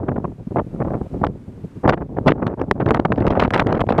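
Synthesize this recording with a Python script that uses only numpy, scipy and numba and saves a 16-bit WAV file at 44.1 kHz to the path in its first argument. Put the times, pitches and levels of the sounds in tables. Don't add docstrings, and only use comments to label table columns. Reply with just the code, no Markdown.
import sys
import numpy as np
from scipy import signal
from scipy.fft import rfft, irfft
from scipy.io import wavfile
from scipy.ndimage import uniform_filter1d
from numba import njit

SR = 44100
rng = np.random.default_rng(int(sys.argv[2]) if len(sys.argv) > 2 else 0)


def decibels_to_gain(level_db):
    exponent = np.asarray(level_db, float) / 20
    return 10 ** exponent


def master_out(mix):
    frames = np.transpose(np.atleast_2d(mix))
    ceiling = np.clip(frames, -1, 1)
    pcm = np.round(ceiling * 32767).astype(np.int16)
    wavfile.write(sys.argv[1], SR, pcm)


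N = 176400
MIDDLE_PUSH_DB = -19.5


def rms_one(x):
    return x / np.sqrt(np.mean(x ** 2) + 1e-20)


def drift(rate_hz):
    r = np.exp(-2 * np.pi * rate_hz / SR)
    settle = 8000
    wander = signal.lfilter([1], [1, -2 * r, r * r], rng.standard_normal(N + settle))
    return rms_one(wander[settle:])


def cut(x, hz, kind, order=1):
    return signal.sosfilt(signal.butter(order, hz, kind, fs=SR, output="sos"), x)


@njit
def moving_pole(x, share):
    y, state = np.empty_like(x), 0.
    for i in range(len(x)):
        state += share[i] * (x[i] - state)
        y[i] = state
    return y


def pole_share(corner_hz):
    return 1 - np.exp(-2 * np.pi * corner_hz / SR)


def push():
    # time_s, level_db
    steady_wind = [(0, -26.5), (.12, -27), (.3, -32.5), (.5, -77.5), (.73, -30.5), (1.1, -30.5),
                   (1.22, -27.5), (1.45, -40), (1.63, -38), (1.82, -42), (2.0, -34), (2.42, -26),
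                   (2.6, -25.5), (2.81, -29), (3.05, -30), (3.32, -21), (3.65, -22), (4.0, -22.5)]
    # start_s, peak_db, length_s, brightness_ratio
    eddies = [(0.03, -17, 0.009, 0.9), (0.079, -11, 0.018, 1), (0.114, -11, 0.009, 0.88),
              (0.155, -12, 0.015, 1), (0.178, -9.5, 0.008, 0.7), (0.197, -18, 0.008, 0.7),
              (0.241, -10, 0.013, 1), (0.278, -16, 0.008, 0.82), (0.315, -25, 0.011, 1.45),
              (0.378, -25, 0.047, 1.1), (0.466, -19.5, 0.014, 0.83), (0.504, -14, 0.02, 0.75),
              (0.541, -19, 0.015, 0.8), (0.559, -7, 0.018, 0.8), (0.58, -8, 0.02, 0.99),
              (0.612, -16, 0.01, 0.8), (0.643, -18, 0.006, 1), (0.662, -20, 0.015, 0.7),
              (0.709, -23, 0.006, 0.8), (0.728, -17, 0.018, 0.8), (0.758, -19, 0.008, 1.1),
              (0.797, -10, 0.035, 0.8), (0.845, -15, 0.018, 1.02), (0.869, -13, 0.016, 0.9),
              (0.902, -10.5, 0.018, 0.7), (0.929, -15.5, 0.036, 0.95), (1.011, -6, 0.0067, 0.47),
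              (1.129, -14, 0.041, 0.56), (1.213, -7, 0.013, 0.59), (1.226, -8, 0.027, 0.8),
              (1.286, -14, 0.013, 0.7), (1.264, -12, 0.011, 1.1), (1.348, -24, 0.022, 0.9),
              (1.474, -23, 0.022, 0.9), (1.574, -24, 0.012, 0.9), (1.636, -20, 0.018, 0.6),
              (1.754, -22, 0.026, 0.6),
              (1.83, -10, 0.017, 0.75), (1.842, -4.5, 0.024, 0.7), (1.875, -4.5, 0.03, 0.83),
                     (1.891, -4.5, 0.0071, 2.54), (1.921, -11.5, 0.022, 1.5), (1.934, -6, 0.0094, 0.88),
                     (1.968, -20.5, 0.021, 1.96), (2.002, -20, 0.03, 1.53), (2.132, -15, 0.0039, 0.85),
                     (2.164, -17, 0.013, 1.1), (2.184, -6, 0.0067, 0.64), (2.208, -11.5, 0.0081, 0.39),
                     (2.259, 1.5, 0.014, 0.3), (2.276, -3.5, 0.016, 1.16), (2.296, -3, 0.013, 0.32),
                     (2.318, -5, 0.0057, 1.16), (2.376, -15, 0.0079, 1.3), (2.421, -9, 0.012, 0.86),
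                     (2.463, -3, 0.0066, 0.57), (2.476, -12.5, 0.0074, 1), (2.512, -56, 0.026, 6.1),
                     (2.595, -20, 0.0056, 0.58), (2.611, -6.5, 0.0088, 0.53), (2.639, -3.5, 0.0025, 0.57),
                     (2.682, -12.5, 0.01, 0.44), (2.708, -3.5, 0.011, 0.57), (2.797, -11.5, 0.023, 1.03),
                     (2.82, -10.5, 0.014, 0.65), (2.855, -7, 0.025, 0.71), (2.888, -7.5, 0.012, 0.75),
                     (2.905, -6.5, 0.024, 0.51), (2.939, -5, 0.018, 0.84), (2.967, -11.5, 0.011, 0.87),
                     (2.994, -1.5, 0.005, 0.57),
              (3.047, -2.5, 0.013, 0.48), (3.097, -7, 0.016, 0.29), (3.119, -7, 0.0062, 1.03),
                   (3.132, -5, 0.0049, 0.36), (3.173, -9.5, 0.02, 0.51), (3.203, -6, 0.0092, 0.38),
                   (3.216, -14, 0.015, 0.73), (3.25, -9, 0.011, 0.41), (3.267, -4.5, 0.016, 0.67),
                   (3.301, -4.5, 0.013, 0.35), (3.367, -8.5, 0.017, 0.52), (3.395, -13.5, 0.033, 1.7),
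                   (3.419, 1, 0.01, 0.43), (3.434, -29, 0.021, 1.9), (3.444, -12, 0.011, 0.96),
                   (3.474, -8.5, 0.011, 0.54), (3.506, -9, 0.0067, 1.26), (3.537, -14, 0.017, 1.9),
                   (3.55, -8, 0.016, 1.01), (3.578, -18, 0.0054, 3.3), (3.593, -6, 0.013, 1.22),
                   (3.615, -5.5, 0.013, 0.59), (3.656, -7.5, 0.018, 0.42), (3.695, -13, 0.015, 1.05),
                   (3.72, -10, 0.013, 0.57), (3.741, -8.5, 0.0095, 0.66), (3.773, -20.5, 0.006, 0.76),
                   (3.794, -12, 0.0053, 0.83), (3.803, -8, 0.0084, 0.71), (3.811, -6, 0.0089, 0.66),
                   (3.864, -13, 0.014, 0.31), (3.888, -8.5, 0.0044, 1.13), (3.902, -5.5, 0.0088, 0.4),
                   (3.921, -13.5, 0.0064, 1.63), (3.98, -2.5, 0.012, 0.62)]
    # middle_s, depth_db, half_length_s
    calms = [(1.089, 20, 0.012), (2.077, 17, 0.0077), (2.562, 23, 0.012), (2.662, 8, 0.024),
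             (2.733, 20.5, 0.012), (3.29, 12, 0.0087), (3.497, 20, 0.019), (3.636, 8.5, 0.016),
             (3.788, 13.5, 0.0035), (3.831, 10, 0.0083), (3.853, 20, 0.011), (3.887, 12, 0.0093)]
    # rate_hz, spread_db
    unevenness = [
        (15, .6),
        (50, 1.5),
        (190, 4.0),
    ]
    crest_db = 5.5
    lump_top_db = 4

    t = np.arange(N) / SR
    calm_db = sum(depth_db * np.exp(-((t - s) / half) ** 2) for s, depth_db, half in calms)
    power = decibels_to_gain(2 * (np.interp(t, *np.transpose(steady_wind)) - calm_db))
    bright = np.zeros(N)
    for s, db, length, sharp in eddies:
        near = slice(int(s * SR), int((s + 4 * length) * SR) + 2)
        age = np.maximum(t[near] - s, 0)
        rise_s = .001 + .1 * length
        rise = (1 - np.exp(-age / rise_s)) ** 2
        burst = decibels_to_gain(2 * (db - crest_db)) * rise * np.exp(-(age / length) ** 3)
        power[near] += burst
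        bright[near] += burst * 20 * np.log10(max(sharp, .1))

    lumps = sum(spread_db * drift(rate_hz) for rate_hz, spread_db in unevenness)
    lumps = np.where(lumps > 0, lump_top_db * np.tanh(lumps / lump_top_db), lumps)
    return 10 * np.log10(power), bright / power, lumps


def flutter(push_db, bright_db):
    extra_db = push_db - MIDDLE_PUSH_DB
    corner_hz = np.clip(490 * decibels_to_gain(.48 * extra_db + bright_db), 40, 5000)
    stages = [rng.standard_normal(N) * np.sqrt(SR / corner_hz / 2)]
    for ratio in (1, 4.1, 4.1, 4.27, 4.27):
        stages.append(moving_pole(stages[-1], pole_share(ratio * corner_hz)))

    gale_db = uniform_filter1d(push_db, size=int(.8 * SR)) - MIDDLE_PUSH_DB
    rasp_db = np.minimum(-3 + gale_db + .27 * extra_db + bright_db, -1)
    x = stages[5] + decibels_to_gain(rasp_db) * stages[3]

    evenness, even_s = .6, .008
    nearby_power = np.abs(uniform_filter1d(x ** 2, size=int(even_s * SR)) + 0.0033)
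    x = decibels_to_gain(push_db) * x / nearby_power ** (evenness / 2)

    skirt = pole_share(8 * corner_hz * decibels_to_gain(.9 * gale_db))
    for _ in range(3):
        x = moving_pole(x, skirt)
    return x


def cracks():
    # start_s, peak_db, cycle_s
    snaps = [(0.5595, -1, 0.0016), (1.239, 5, 0.0012), (1.245, -1, 0.0012), (1.8775, 2, 0.0014),
             (1.891, 3, 0.0011), (2.275, 3, 0.0016), (2.712, 6, 0.0008), (2.907, 2, 0.0011),
             (2.947, 1, 0.001), (2.997, -1, 0.0014), (3.051, -1, 0.0012), (3.396, 0, 0.0012),
             (3.839, -5, 0.002), (3.905, -1, 0.0016)]
    t, out = np.arange(N) / SR, np.zeros(N)
    for s, db, cycle in snaps:
        near = slice(int(s * SR), int((s + 3 * cycle) * SR))
        age = np.maximum(t[near] - s, 0) / cycle
        swell = 8.4 * age ** 2 * np.exp(-(1.5 * age) ** 2)
        out[near] -= decibels_to_gain(db - 5.5) * np.sin(2 * np.pi * age) * swell
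    return cut(out, 3670, "low")


def ticks():
    # start_s, peak_db, length_s
    slivers = [(1.24, -34, 0.00042), (1.247, -34, 0.0004), (1.268, -32.5, 0.0004), (1.8768, -34, 0.0019),
               (1.8891, -31, 0.00058), (1.8928, -26.5, 0.001), (1.8984, -32, 0.00053), (1.902, -33, 0.001),
               (1.941, -37.5, 0.00068), (2.2613, -44, 0.00088), (2.2728, -34, 0.0016),
               (2.2786, -24, 0.0019), (2.3, -42, 0.0021), (2.3057, -38, 0.0021), (2.3211, -40, 0.00087),
               (2.4674, -31, 0.00089), (2.476, -40, 0.00072), (2.597, -46.5, 0.00097),
               (2.6154, -32, 0.00041), (2.7116, -23, 0.00084), (2.8086, -46, 0.00044),
               (2.8604, -36, 0.00085), (2.887, -36, 0.0014), (2.9076, -26.5, 0.00066), (2.94, -41, 0.00087),
               (2.9453, -24, 0.00098), (2.966, -48, 0.0012), (2.9983, -33, 0.00085), (3.0523, -32.5, 0.001),
               (3.1243, -37, 0.0004), (3.159, -44, 0.00073), (3.175, -46.5, 0.00053),
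               (3.181, -43.5, 0.0011), (3.2026, -43.5, 0.0018), (3.267, -31.5, 0.0012),
               (3.2784, -34.5, 0.0016), (3.31, -43, 0.0027), (3.3034, -36, 0.0022), (3.3962, -28, 0.00097),
               (3.3985, -25, 0.002), (3.419, -34, 0.0017), (3.4338, -34, 0.0029), (3.477, -45, 0.0014),
               (3.506, -27, 0.00056), (3.5359, -25.5, 0.0015), (3.5422, -25, 0.002), (3.5756, -32.5, 0.002),
               (3.6006, -24, 0.00058), (3.623, -45, 0.0012), (3.669, -31.5, 0.00083),
               (3.7258, -31.5, 0.0012), (3.752, -39, 0.00087), (3.7745, -45, 0.00068),
               (3.805, -30.5, 0.0014), (3.8116, -32.5, 0.0011), (3.8675, -47, 0.0005),
               (3.8956, -31.5, 0.0004), (3.9016, -38.5, 0.003), (3.9234, -39.5, 0.0012),
               (3.9804, -32.5, 0.0011)]
    low_hz, high_hz = 890, 2052
    full_edge = 0.049
    t, gate = np.arange(N) / SR, np.zeros(N)
    for s, db, length in slivers:
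        near = slice(int(s * SR), int((s + 5 * length) * SR))
        age = np.maximum(t[near] - s, 0) / length
        gate[near] += decibels_to_gain(db + 6.5) * np.e * age * np.exp(-age)
    grain = cut(cut(rng.standard_normal(N), high_hz, "low", order=2), low_hz, "high")
    torn = gate * rms_one(grain)
    dull = cut(torn, 2 * high_hz, "low", order=2)
    return dull + torn * np.minimum(gate / full_edge, 1) / 2


def rumble(push_db):
    top_hz = 173
    level_db = MIDDLE_PUSH_DB + .71 * (push_db - MIDDLE_PUSH_DB) - .5
    pressure = rms_one(cut(rng.standard_normal(N), top_hz, "low", order=2))
    return cut(decibels_to_gain(level_db) * pressure, 2 * top_hz, "low")


def snow():
    # pitch_hz, level_db (per Hz)
    hiss_colour = [(200, -2), (1000, -2), (2200, -10), (3200, -15), (5000, -20), (8500, -22), (13000, -30),
                   (16000, -40)]
    hz, db = np.transpose(hiss_colour)
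    bins_hz = np.arange(N // 2 + 1) * SR / N
    colour = decibels_to_gain(np.interp(np.log(bins_hz + 1), np.log(hz), db))
    level = decibels_to_gain(-56.5 + .7 * drift(2.4))
    return level * rms_one(irfft(rfft(rng.standard_normal(N)) * colour, N))


def ducking(x):
    start_above_db, slope = -18, .9
    recover_db_per_s, already_over_db = 12, 7
    ramp = recover_db_per_s * np.arange(N) / SR
    loudness_db = 10 * np.log10(np.abs(uniform_filter1d(x ** 2, size=441)) + 1e-12)
    over = np.maximum(loudness_db - start_above_db, 0)
    held = np.maximum(np.maximum.accumulate(over + ramp), already_over_db)
    return decibels_to_gain(-slope * (held - ramp))


def scene():
    push_db, bright_db, lumps = push()
    wind = cut(flutter(push_db + lumps, bright_db), 6500, "low")
    wind = wind + rumble(push_db + .5 * lumps) + cracks() + ticks()
    wind = cut(wind, 129, "high")
    wind = cut(wind, 26, "high", order=2)
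    return (wind + ducking(wind) * snow())[None]


def roll_off(x):
    return signal.sosfilt(signal.butter(12, 15800, fs=SR, output="sos"), x)


def record(dry):
    overloaded = np.clip(dry, -1, 1)
    top_cut = signal.cheby2(10, 40, 15800, fs=SR, output="sos")
    mix = signal.sosfilt(top_cut, overloaded)
    return roll_off(mix)


dry = scene()
out = record(dry)
master_out(out)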